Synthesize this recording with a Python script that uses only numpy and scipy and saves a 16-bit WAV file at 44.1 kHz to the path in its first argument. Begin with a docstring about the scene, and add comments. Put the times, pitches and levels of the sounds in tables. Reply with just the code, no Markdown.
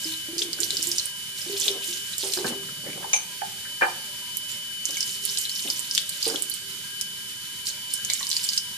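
"""A tap runs into a basin in a small tiled bathroom: shaped noise with hollow resonances, and one thin valve note.
A wet brush is worked against a palm under the stream: air pockets squelch as rising pings, spray crackles as
thousands of tiny bursts, bubbles gulp at the drain as fading tones, and the hands slosh in lumps of dull noise.
About three seconds in, the brush is dipped into a glass jar: bristles scrape, the glass clinks, and the jar knocks
on the basin's rim. Glass and basin ring as sets of decaying tones."""
import sys
import numpy as np
from scipy import signal
from scipy.fft import rfft, irfft, next_fast_len
from scipy.io import wavfile

SR = 44100
rng = np.random.default_rng(int(sys.argv[2]) if len(sys.argv) > 2 else 0)


def unload_wav(signal):
    """Save mono or channel-first audio to the path in sys.argv[1] as 16-bit WAV at rate SR, clipped to [-1, 1]."""
    wavfile.write(
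        sys.argv[1],
        SR,
        np.round(np.clip(np.atleast_2d(signal).T, -1, 1) * 32767).astype(np.int16),
    )


N = 386757
TIME = np.arange(N) / SR  # seconds
FREQ = np.fft.rfftfreq(N, 1 / SR)  # Hz


def undb(db):
    """Turn decibels into a gain."""
    return 10 ** (np.asarray(db) / 20)


def unit(x):
    """Scale a sound to an average (rms) level of 1."""
    return x / np.sqrt(np.mean(x ** 2))


def contour(points):
    """Join (Hz, value) points by straight lines on a log-frequency axis."""
    hz, value = np.transpose(points)
    return np.interp(np.log(FREQ + 1), np.log(hz), value)


def shape(x, gain):
    """Filter a sound with one gain for each frequency."""
    size = next_fast_len(N, True)
    gains = np.interp(np.fft.rfftfreq(size, 1 / SR), FREQ, gain)
    return irfft(rfft(x, size) * gains, size)[..., :N]


def band(x, lo_hz, hi_hz, order=2):
    """Keep the band between two frequencies, at least 20 Hz wide."""
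    edges = np.clip([lo_hz, max(hi_hz, lo_hz + 20)], 10, SR / 2 - 20)
    return signal.sosfilt(signal.butter(order, edges, "band", fs=SR, output="sos"), x)


def walk(rate):
    """Random wander around 0: chance values, `rate` of them per second, joined by straight lines."""
    knots = rng.standard_normal(4096)
    return np.interp(TIME * rate, np.arange(len(knots)), knots)


def pan(db):
    """Left and right gains that differ by db; a positive value leans left."""
    gains = undb(np.array([[db], [-db]]) / 2)
    return gains / np.sqrt(np.mean(gains ** 2))


def add(out, s, x):
    """Mix a sound in at time s."""
    i = int(np.clip(s * SR, 0, N - 1))
    out[..., i:i + x.shape[-1]] += x[..., :N - i]


def swell(s, length_s, db, attack_s, release_s):
    """Gain of one gesture: it rises, holds until its length is over and dies away."""
    rise = np.clip((TIME - s) / attack_s, 0, 1)
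    return undb(db) * rise * np.exp(-np.clip((TIME - s - length_s) / release_s, 0, 20))


def ring(modes):
    """Decaying tones after one blow, each starting at a chance phase."""
    t = TIME[:SR // 2]
    total = 0
    for hz, db, t60 in modes:
        total = total + undb(db - 60 * t / t60) * np.sin(2 * np.pi * (hz * t + rng.random()))
    return total


def pocket(hz, length_s, octaves):
    """An air pocket collapses: its pitch shoots up as it shrinks. Loudest at length_s, at pitch hz."""
    u = np.arange(int(4 * length_s * SR) + 2) / (length_s * SR)
    pitch = np.minimum(hz * 2 ** (octaves * np.tanh(u - 1)), SR / 2)
    swelling = (u * np.exp(1 - u)) ** 4
    return swelling * np.sin(2 * np.pi * np.cumsum(pitch) / SR)


# How alike left and right are. Each row: frequency in Hz, likeness from 0 (unrelated) to 1 (the same).
LIKENESS = [(40, 0), (120, 0.96), (330, 0.93), (520, 0.38), (1000, 0.19), (12000, 0)]


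def spread(a, b):
    """Two unrelated sounds become left and right, most alike in the bass."""
    alike = np.clip(contour(LIKENESS), -1, 1)
    mid = shape(a, np.sqrt((1 + alike) / 2))
    side = shape(b, np.sqrt((1 - alike) / 2))
    return np.array([mid + side, mid - side])


# Balance of the two microphone ports. Each row: frequency in Hz, left minus right in dB.
BALANCE = [(100, -1.8), (1000, -.5), (2200, 0.2), (4000, 2), (5500, -2), (8000, -9), (12000, -8)]


def ports(x):
    """The high treble reaches mainly the right port."""
    tilt = undb(contour(BALANCE))
    norm = np.sqrt(2 / (1 + tilt ** 2))
    return np.array([shape(x[0], tilt * norm), shape(x[1], norm)])


ROOM_T60_S = 0.52  # seconds for the lower part of the echo to fall by 60 dB


def room(x, wet_db, treble_t60_s=0.12):
    """Close tiled walls: separate early echoes thicken into a tail whose treble dies sooner."""
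    t = TIME[:SR // 2]
    sparse = undb(7 * np.exp(-t / .03) * np.minimum(rng.standard_normal((2, len(t))), 2))
    noise = rng.standard_normal((2, len(t))) * sparse
    low = signal.sosfilt(signal.butter(1, 3000, fs=SR, output="sos"), noise)
    tail = low * 10 ** (-3 * t / ROOM_T60_S) + (noise - low) * 10 ** (-3 * t / treble_t60_s)
    tail = tail * np.clip(t / 0.0035, 0, 1) * (1 + 2.47 * np.exp(-t / 0.005))  # the basin reflects first
    tail /= np.sqrt(np.sum(tail ** 2) / 2)
    return x + undb(wet_db) * signal.fftconvolve(x, tail, axes=1)[:, :N]


# Tone colour of the tap's steady rush. Each row: frequency in Hz, relative level per Hz in dB.
RUSH = [(18, -59), (30, -20.5), (143, -6.5), (190, -7.5), (228, -10.5), (394, -18.5), (485, -23.5),
        (735, -28), (830, -30), (1250, -15), (1600, -13), (2700, -10), (3410, -5.5), (8250, -9.5),
        (15000, -14)]
# Hollow tones of the running water in basin and pipe.
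# Each row: frequency in Hz, nominal width in Hz (the filter is half as wide), relative level in dB.
HOLLOWS = [(132.7, 8.9, -72), (393.5, 25, -67), (595, 45, -67.5), (985, 90, -63), (1600, 35, -57),
           (2316, 68, -58.5), (3190, 140, -57), (4550, 280, -52), (8280, 180, -51.5), (9170, 320, -51.5),
           (10500, 1000, -49.5)]


def rush(level_db=-39.5, grain_db=3, flicker_db=1, hollow_db=-1.0, wander_db=3.5):
    """The stream's fine-grained hiss, with hollow resonances that come and go, the low ones most."""
    noise = rng.standard_normal((2, N)) * undb(grain_db * rng.standard_normal((2, N)))
    hiss = shape(noise, undb(contour(RUSH)))
    hiss /= np.std(band(hiss, 3200, 15000))
    hiss *= undb(level_db + flicker_db * walk(30))
    drive = rng.standard_normal((2, N))
    for hz, width_hz, db in HOLLOWS:
        hollow = band(drive, hz - width_hz / 4, hz + width_hz / 4, order=1) * np.sqrt(SR / width_hz)
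        depth_db = wander_db * np.sqrt(min(1000 / hz, 2))
        hiss += hollow * undb(db + hollow_db + depth_db * walk(7))
    return spread(*hiss)


# The valve's note. Each row: time in seconds, pitch in Hz, relative level in dB.
WHISTLE = [(0.0, 2995, -40), (0.85, 2985, -42.5), (1.9, 2987, -38), (2.32, 2990, -45), (2.54, 2982, -40),
           (3.61, 3003, -43), (4.78, 2994, -36.5), (5.94, 2997, -38.5), (6.03, 2990, -41.5),
           (7.11, 3002, -39.5), (7.23, 3005, -42), (8.77, 2990, -39)]


def whistle(waver_db=2.0, pan_db=3, lead=1.565, gain_db=2):
    """The valve sings a nearly pure note that wavers in level; left leads right by `lead` radians."""
    s, pitches, levels = np.transpose(WHISTLE)
    hz, db = np.interp(TIME, s, pitches), np.interp(TIME, s, levels)
    phase = 2 * np.pi * np.cumsum(hz + 1.47 * walk(25.35)) / SR
    sides = [np.sin(phase + shift) * undb(waver_db * walk(8.3)) for shift in (lead, 0)]
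    return np.sqrt(2) * undb(db + gain_db) * pan(pan_db) * np.array(sides)


# Strokes of the brush over the wet palm. Each row: start in seconds, length in seconds, relative level in dB.
STROKES = [(-.01, .17, -33.5), (0.375, .06, -29), (0.548, .52, -35.5), (0.598, .05, -30), (0.804, .12, -35),
           (1.351, .17, -35.5), (1.559, .055, -26), (1.637, .06, -32), (1.783, .39, -38),
           (2.182, .3, -31.5), (2.296, .06, -25.5), (4.477, 0.014, -31.5), (4.86, .29, -31.5),
           (5.205, .23, -33), (5.483, .38, -34), (5.892, 0.12, -32), (6.043, .14, -37), (6.192, .18, -29),
           (6.412, .15, -41.5), (7.645, .04, -30), (7.89, .07, -33.5), (8.052, .2, -33.5),
           (8.289, .11, -33), (8.422, .14, -32.5)]


def rubbing(uneven_db=3.5, uneven_rate=25, attack_s=0.02, release_s=0.03):
    """How hard the bristles work: the strokes, with uneven pressure."""
    power = sum(swell(s, length, db, attack_s, release_s) ** 2 for s, length, db in STROKES)
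    return np.sqrt(power) * undb(uneven_db * walk(uneven_rate))


def spray(effort, count=7000, scatter_db=5, pitch_hz=6500, octaves=0.525, gain_db=-3.0, fizz_db=-1.5):
    """Thousands of tiny pockets and droplets burst over a fizz of bristles, as loud as the brush works."""
    drops = np.zeros((2, N))
    for (when, life), (size, high, side) in zip(rng.random((count, 2)), rng.standard_normal((count, 3))):
        hz = pitch_hz * 2 ** (octaves * max(high, -2))
        burst = pocket(hz, (1 + 3 * life) / hz, 0.44)
        add(drops, when * N / SR, undb(scatter_db * min(size, 2)) * pan(4 * side) * burst)
    # Fizz colour: frequency in Hz, relative level in dB
    colour = [(500, -61), (1500, 0.0), (2500, 9.5), (4300, 9.0), (8500, 16.5), (14000, 9.0)]
    fizz = shape(rng.standard_normal((2, N)), undb(contour(colour)))
    fizz = unit(fizz) * undb(2 * walk(120))
    return unit(unit(drops) + undb(fizz_db) * fizz) * effort * undb(gain_db)


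# Big air bubbles that gulp at the drain. Each row: start in seconds, relative peak level in dB, pitch in Hz.
BUBBLES = [(.055, -32, 319), (.286, -34, 330), (.331, -32, 342.6), (.367, -30, 345), (0.41, -34.5, 411),
           (.45, -34.5, 344), (0.489, -34.5, 342.5), (.593, -33, 345.5), (0.612, -36, 415),
           (.655, -42.5, 339), (.731, -39, 401), (0.789, -39.5, 326), (0.871, -31.5, 348),
           (1.464, -34, 353), (1.496, -28, 402), (1.533, -29, 391.6), (1.667, -29.5, 406),
           (1.704, -26, 391.6), (1.883, -36.5, 349.5), (2.233, -27.5, 385), (2.373, -23.5, 367),
           (2.394, -27.5, 399), (2.554, -30, 392.4), (6.266, -23.5, 449), (6.293, -31, 400)]


def bubbles(rise=0.016, gain_db=-2.5, ring_cycles=116, attack_s=0.00082):
    """A bubble pinches off and rings down, rising slightly; the big, low ones last longest."""
    out, t = np.zeros(N), TIME[:SR // 2]
    for s, db, hz in BUBBLES:
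        age = hz * t / ring_cycles  # reaches 1 when the tone has fallen by 60 dB
        phase = 2 * np.pi * np.cumsum(hz * (1 + rise * np.minimum(age, 1))) / SR
        fade = np.minimum(t / attack_s, 1) * np.exp(-np.log(1000) * age)
        add(out, s, undb(db + gain_db) * fade * np.sin(phase))
    return np.array([out, out])


# Dull sloshes and rubs as the hands move.
# Each row: start in seconds, length in seconds, relative level in dB, centre in Hz.
SLOSHES = [(0.279, 0.67, -53.5, 360), (1.456, 0.35, -51, 380), (1.656, 0.1, -48.5, 513),
           (2.237, 0.068, -44.5, 440), (2.365, 0.17, -40.5, 380), (2.453, 0.07, -46, 272),
           (2.594, 0.43, -50.5, 160), (2.837, 0.056, -44.5, 388), (2.946, 0.16, -51.5, 445),
           (4.886, 0.037, -49, 380), (5.648, 0.04, -42, 326), (6.261, 0.099, -36.5, 382),
           (8.08, 0.16, -53, 1890)]
SLOSH_ATTACK_S, SLOSH_RELEASE_S = 0.0033, 0.022  # the scrapes use these too


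def slosh(lump_db=3, typical_hz=415):
    """Uneven lumps of dull, broad noise, each gesture coloured higher or lower."""
    # Colour of a typical slosh: frequency in Hz, relative level in dB
    colour = np.array([(60, -44), (140, -23.0), (380, 9.0), (540, 0), (800, -4.0),
                       (1200, -9.0), (1800, -20.0), (3000, -23.0), (7000, -69)])
    noise, out = rng.standard_normal((2, N)) * undb(lump_db * walk(90)), 0
    for s, length, db, hz in SLOSHES:
        lumps = shape(noise, undb(contour(colour * [hz / typical_hz, 1])))
        out = out + unit(lumps) * swell(s, length, db, SLOSH_ATTACK_S, SLOSH_RELEASE_S)
    return out


def spatter(drops_per_s=150, level_db=-4, scatter_db=3, pitch_hz=1600, octaves=0.365, cycles=4.9):
    """Sloshing water flings drops that plip into the basin, lower than the brush's pockets."""
    out = np.zeros((2, N))
    for start, length, db, _ in SLOSHES:
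        drops = rng.standard_normal((40, 4))[:int(drops_per_s * length)]  # at most 40 for each slosh
        for when, size, high, side in drops:
            hz = pitch_hz * 2 ** (octaves * np.clip(high, -2, 2))
            gains = undb(db + level_db + scatter_db * min(size, 1.5)) * pan(3 * side)
            add(out, start + length * (when % 1), gains * pocket(hz, cycles / hz, 0.1))
    return out


def weak_squelches(effort, count=60, level_db=-26, scatter_db=4, octaves=0.38):
    """Lesser pockets burst by chance, more often the harder the brush works: rows like SQUELCHES."""
    collapse_s, typical_hz, glide, snap_db = 0.0012, 5420, 0.053, -28
    work = np.cumsum(effort ** 1.4) / np.sum(effort ** 1.4)
    times = np.interp((np.arange(count) + rng.random(count)) / count, work, TIME)
    rows = []
    for s, (size, high, slow) in zip(times, np.clip(rng.standard_normal((count, 3)), -2, 2)):
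        hz = typical_hz * 2 ** (octaves * high)
        rows.append((s, level_db + scatter_db * min(size, 1), hz, collapse_s * 2 ** (slow / 2), glide, snap_db))
    return rows


# Air pockets squeezed out of the wet bristles, from steady pings to rising squirts.
# Each row: time in seconds, relative level in dB, pitch in Hz, collapse time in seconds,
# upward glide in octaves, relative snap of the water film in dB.
SQUELCHES = [(0.3818, -20, 5230, 0.001, 0.2, -2), (0.392, -17, 4830, 0.00094, 0, -13),
             (0.4197, -13, 3570, 0.00076, 0.0, -14), (0.5314, -17.5, 4800, 0.00099, 0.03, -8),
             (0.6042, -12.5, 7800, 0.0009, 0.33, -19), (0.633, -17, 4700, 0.0014, 0.75, -7),
             (0.644, -19, 11360, 0.0009, 0, -14), (0.706, -18, 4300, 0.00097, 0, -6),
             (0.7698, -14.5, 4900, 0.00084, 0.46, -15), (0.828, -14.5, 7400, 0.001, 0.67, -13),
             (0.872, -15.5, 7980, 0.0011, 0.36, -12), (0.89, -19.5, 11090, 0.001, 0.17, -5),
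             (0.9164, -13, 5300, 0.00093, 0.33, -11), (0.9835, -12.5, 5500, 0.0011, 0.4, -10),
             (0.997, -19, 4300, 0.0015, 0.078, -13), (1.057, -17, 8840, 0.001, 0.26, -17),
             (1.6, -15, 8000, 0.001, 0.44, -12), (1.6123, -17, 6300, 0.0009, 0.18, -10),
             (1.6816, -10.5, 3670, 0.0012, 0.36, -9), (2.1823, -16.5, 7770, 0.0008, 0.42, -7.5),
             (2.3371, -21, 4300, 0.0019, 0.0, 3), (4.3702, -19, 11500, 0.00048, 0.13, 1.5),
             (4.8551, -13.5, 6600, 0.0009, 0.65, -17), (4.908, -23, 5900, 0.00089, 0.36, -8),
             (4.971, -19, 6700, 0.00099, 0, -27), (5.007, -13, 5500, 0.00058, 0, -13),
             (5.029, -14.5, 5200, 0.0008, 0.11, -22), (5.253, -17.0, 9350, 0.00087, 0.085, -5),
             (5.374, -18, 4930, 0.0015, 0.76, -9), (5.3865, -13, 8300, 0.0008, 0.25, -20),
             (5.4538, -19.5, 4000, 0.0011, 0, -17), (5.4954, -22, 4740, 0.0013, 0.0, -2),
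             (5.7017, -13.5, 5180, 0.00097, 0.064, -10), (5.794, -15.5, 8000, 0.00079, 0.37, -20),
             (5.9119, -14, 5120, 0.0008, 0.3, -21), (5.9507, -17.5, 5400, 0.0015, 0.46, -4),
             (5.9783, -11.5, 3800, 0.00089, 0, -2.5), (6.093, -17, 8400, 0.00059, 0.11, -7),
             (6.2285, -16, 4650, 0.0014, 0.04, -15), (6.2554, -14.5, 4750, 0.0009, 0, -18),
             (6.2793, -14.5, 9060, 0.0008, 0.18, -16), (6.3005, -17.5, 5440, 0.0008, 0, -21),
             (6.36, -21.5, 3580, 0.0018, 0.11, -3), (6.423, -11.5, 8850, 0.001, 0.27, -22),
             (6.4985, -16, 10600, 0.0007, 0.25, -10), (6.54, -18.5, 8600, 0.00066, 0.22, -16),
             (7.0123, -14, 5970, 0.00092, 0.86, -9), (7.6698, -15.5, 4750, 0.00074, 0.098, -23),
             (7.9383, -11.5, 8660, 0.0008, 0.19, -24), (8.0492, -18, 6170, 0.0009, 0.28, -5),
             (8.101, -16, 4110, 0.0012, 0.15, -4), (8.1357, -11.5, 7200, 0.001, 0.54, -21),
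             (8.23, -21.5, 4100, 0.0016, 0.054, -9), (8.269, -20.5, 5120, 0.0011, 0.37, -6),
             (8.2915, -19, 8720, 0.0012, 0.031, -16), (8.3022, -18, 6300, 0.0009, 0.0, -9),
             (8.3148, -11.5, 4630, 0.00058, 0.0, -11), (8.3296, -16, 4600, 0.0007, 0.27, -11),
             (8.367, -14.5, 4920, 0.00133, 0, -12), (8.4902, -16.5, 4760, 0.0017, 0, -6),
             (8.5342, -19, 4730, 0.001, 0.19, -8), (8.5777, -11, 5140, 0.0015, 0.34, -8)]
CENTRE_HZ, PAN_DB_PER_OCTAVE = 4400, -11  # higher pockets reach mainly the right port


def squelches(effort, gain_db=2.45, snap_db=2.7, snap_s=.0013, froth_db=-20, froth_s=0.0071,
              small_db=-14, small_s=0.0067, count=3):
    """The water film snaps, a pocket pings or chirps upward, and smaller pockets and froth burst around it."""
    out, t = np.zeros((2, N)), TIME[:SR // 20]
    for s, db, hz, life, glide, film_db in list(SQUELCHES) + weak_squelches(effort):
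        pan_db = PAN_DB_PER_OCTAVE * np.log2(hz / CENTRE_HZ)
        gains = undb(db + gain_db) * pan(pan_db)
        # Left and right get slightly different pitches
        pings = np.array([pocket(hz * rng.uniform(0.904, 1.036), life, glide) for _ in range(2)])
        add(out, s - life, gains * pings)
        for late, size, high, side in rng.standard_normal((count, 4)):
            small = pocket(hz * 2 ** (0.186 * high), life, glide) * undb(db + small_db + 2 * size)
            add(out, s + small_s * abs(late + 1), pan(pan_db + 4 * side) * small)
        crackle = rng.standard_normal((2, len(t))) * undb(4 * rng.standard_normal(len(t)))
        snap = unit(band(crackle, 0.78 * hz, 1.9 * hz)) * undb(snap_db + film_db) * np.exp(-t / snap_s)
        froth = unit(band(crackle, 0.62 * hz, 1.66 * hz)) * undb(froth_db) * np.exp(-t / froth_s)
        add(out, s - life / 2, gains * (snap + froth))
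    return out


# Drops that plop into the cupped palm. Each row: start in seconds, relative peak level in dB, pitch in Hz.
PLOPS = [(0.587, -31.5, 1545), (4.9694, -28, 2240), (8.0986, -22.5, 2120), (8.209, -29, 1890),
         (8.2097, -32.5, 1102)]


def plops(cycles=48, gain_db=-1, trail_db=-11, trail_s=.028, octaves=0.085, count=4):
    """A drop traps a short-lived bubble, and a few quieter ones of scattered pitch tumble after it."""
    out, t = np.zeros((2, N)), TIME[:SR // 20]

    def blip(hz):
        """A tone that falls by 60 dB in a fixed number of cycles."""
        return np.exp(-np.log(1000) * hz * t / cycles) * np.sin(2 * np.pi * hz * t)

    for s, db, hz in PLOPS:
        add(out, s, undb(db + gain_db) * blip(hz))
        for late, (size, high, side) in zip(rng.random(count), rng.standard_normal((count, 3))):
            gains = undb(db + trail_db + 2 * size) * pan(2 * side)
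            add(out, s + trail_s * late, gains * blip(hz * 2 ** (octaves * high)))
    return out


# Tones of the basin when struck. Each row: frequency in Hz, relative level in dB, seconds to fall by 60 dB.
BASIN = [(246, -19, 0.18), (352.5, -1.5, 0.26), (390, -11, 0.2), (530, 5, 0.07), (750, -11, 0.36),
         (787.5, -1, 0.28), (871, -1.5, 0.42), (887, 3, .2), (940, -7.5, 0.52), (1232, -4.5, 0.38),
         (1386, -0.5, 0.11), (1519, 3, 0.15), (1613, 6.5, 0.12), (1716, 4, 0.17), (1780, 4, 0.12),
         (2390, 7, 0.15)]
# Blows on the basin, from falling water (soft) and the rocking jar (hard).
# Each row: start in seconds, peak level in dB before the last filter, lowest Hz, highest Hz,
# damping time in seconds.
KNOCKS = [(2.234, -32.5, 250, 910, 0.054), (2.372, -26.5, 300, 1690, 0.02), (2.387, -31, 600, 1000, .02),
          (2.4436, -18, 173, 1620, 0.0048), (2.4444, -21, 151, 380, 0.017), (2.449, -22, 160, 1600, 0.024),
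          (2.467, -28, 200.6, 1690, .012), (2.501, -29, 170, 660, 0.018), (2.862, -32, 230, 590, 0.021),
          (2.975, -34, 300, 1000, 0.029), (3.026, -29.5, 480, 1800, 0.022), (3.04, -26.5, 810, 1080, 0.013),
          (3.135, -24.5, 500, 1090, 0.39), (3.415, -23, 633, 863, 0.058), (3.416, -25.5, 901, 2700, 0.0085),
          (3.65, -32, 1415, 2170, 0.028), (3.81, -15.5, 760, 1924, 0.027), (3.8186, -8, 340, 2900, 0.045),
          (3.827, -12.5, 363, 2800, 0.055), (3.835, -11, 450, 1800, 0.032), (3.859, -24, 710, 1020, 0.11),
          (3.877, -25, 710, 1130, 0.031), (6.266, -25.5, 283, 890, 0.0094)]


def knocks(thud_db=3, thud_s=0.024, top_hz=3100):
    """Each blow rings the thick, dull basin in the range that its contact can reach; the contact damps it."""
    out, t = np.zeros((2, N)), TIME[:SR // 2]
    for s, db, lo_hz, hi_hz, damping_s in KNOCKS:
        for side in out:
            thud = undb(thud_db) * 4 * rng.standard_normal(len(t)) * np.exp(-t / thud_s)
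            blow = band((ring(BASIN) + thud) * np.exp(-t / damping_s), lo_hz, hi_hz, order=3)
            add(side, s, undb(db) * blow / np.max(np.abs(blow)))
    return band(out, 18, top_hz, order=8)


# The brush scrapes the jar's inner wall.
# Each row: start in seconds, length in seconds, relative level in dB, starting pitch in Hz, ending pitch in Hz.
SCRAPES = [(2.685, 0.01, -43, 1796, 1440), (2.848, 0.083, -41.5, 1767, 2310),
           (2.957, 0.143, -50.5, 877, 942)]


def scrapes(chatter_db=7, width_hz=450):
    """Bristles catch and slip on the glass: a grainy rasp whose pitch slides."""
    out = 0
    slips = rng.standard_normal((2, N)) * undb(chatter_db * np.minimum(walk(260), 1.5))
    rasp = unit(band(slips, 16, width_hz / 2))
    for s, length, db, start_hz, end_hz in SCRAPES:
        pitch = np.interp(TIME, [s, s + length], [start_hz, end_hz])
        tone = np.sin(2 * np.pi * np.cumsum(pitch) / SR)
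        out = out + rasp * tone * swell(s, length, db, SLOSH_ATTACK_S, SLOSH_RELEASE_S)
    return out


# Tones of the glass jar. Each row: frequency in Hz, relative level in dB, seconds to fall by 60 dB.
JAR = [(2337, -3, 0.066), (2475, 0.5, 0.047), (5860, -1.5, 0.03), (6170, -4, 0.034), (6255, 6, 0.085),
       (6440, 1, 0.055), (9335, -11.5, 0.12), (9480, -13, 0.06)]
# The brush handle strikes the jar and bounces. Each row: start in seconds, relative peak level in dB.
CLINKS = [(3.1326, -7), (3.1358, -9.5), (3.162, -19)]


def clinks(tick_db=-8, tick_s=0.0065, pan_db=0.5, gain_db=5.0):
    """A hard tick and the short ring of the hand-held jar."""
    out, t = np.zeros((2, N)), TIME[:SR // 2]
    for s, db in CLINKS:
        tick = unit(band(rng.standard_normal((2, len(t))), 2300, 5300)) * np.exp(-t / tick_s)
        clink = np.array([ring(JAR), ring(JAR)]) + undb(tick_db) * tick
        add(out, s, undb(db + gain_db) * pan(pan_db) * clink / np.max(np.abs(clink)))
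    return band(out, 700, 13000)


def scene():
    """Tap, hands, basin and jar in the tiled room."""
    effort = rubbing()
    water = ports(room(rush(), wet_db=-7.5) + room(spray(effort), wet_db=-1.5))
    gulps = pan(-1.8) * room(bubbles(), wet_db=-11)
    pops = room(squelches(effort) + plops(), wet_db=-3.0)
    basin_sounds = slosh() + spatter() + knocks() + scrapes()
    basin = pan(-1.0) * spread(*room(basin_sounds, wet_db=-7.5))
    jar = ports(room(clinks(), wet_db=-3, treble_t60_s=.3))
    return whistle() + water + gulps + pops + basin + jar


def record(dry):
    """The recorder cuts off everything above about 14.5 kHz."""
    return signal.sosfilt(signal.ellip(8, .2, 70, 14500, fs=SR, output="sos"), dry)


dry = scene()
out = record(dry)
unload_wav(out)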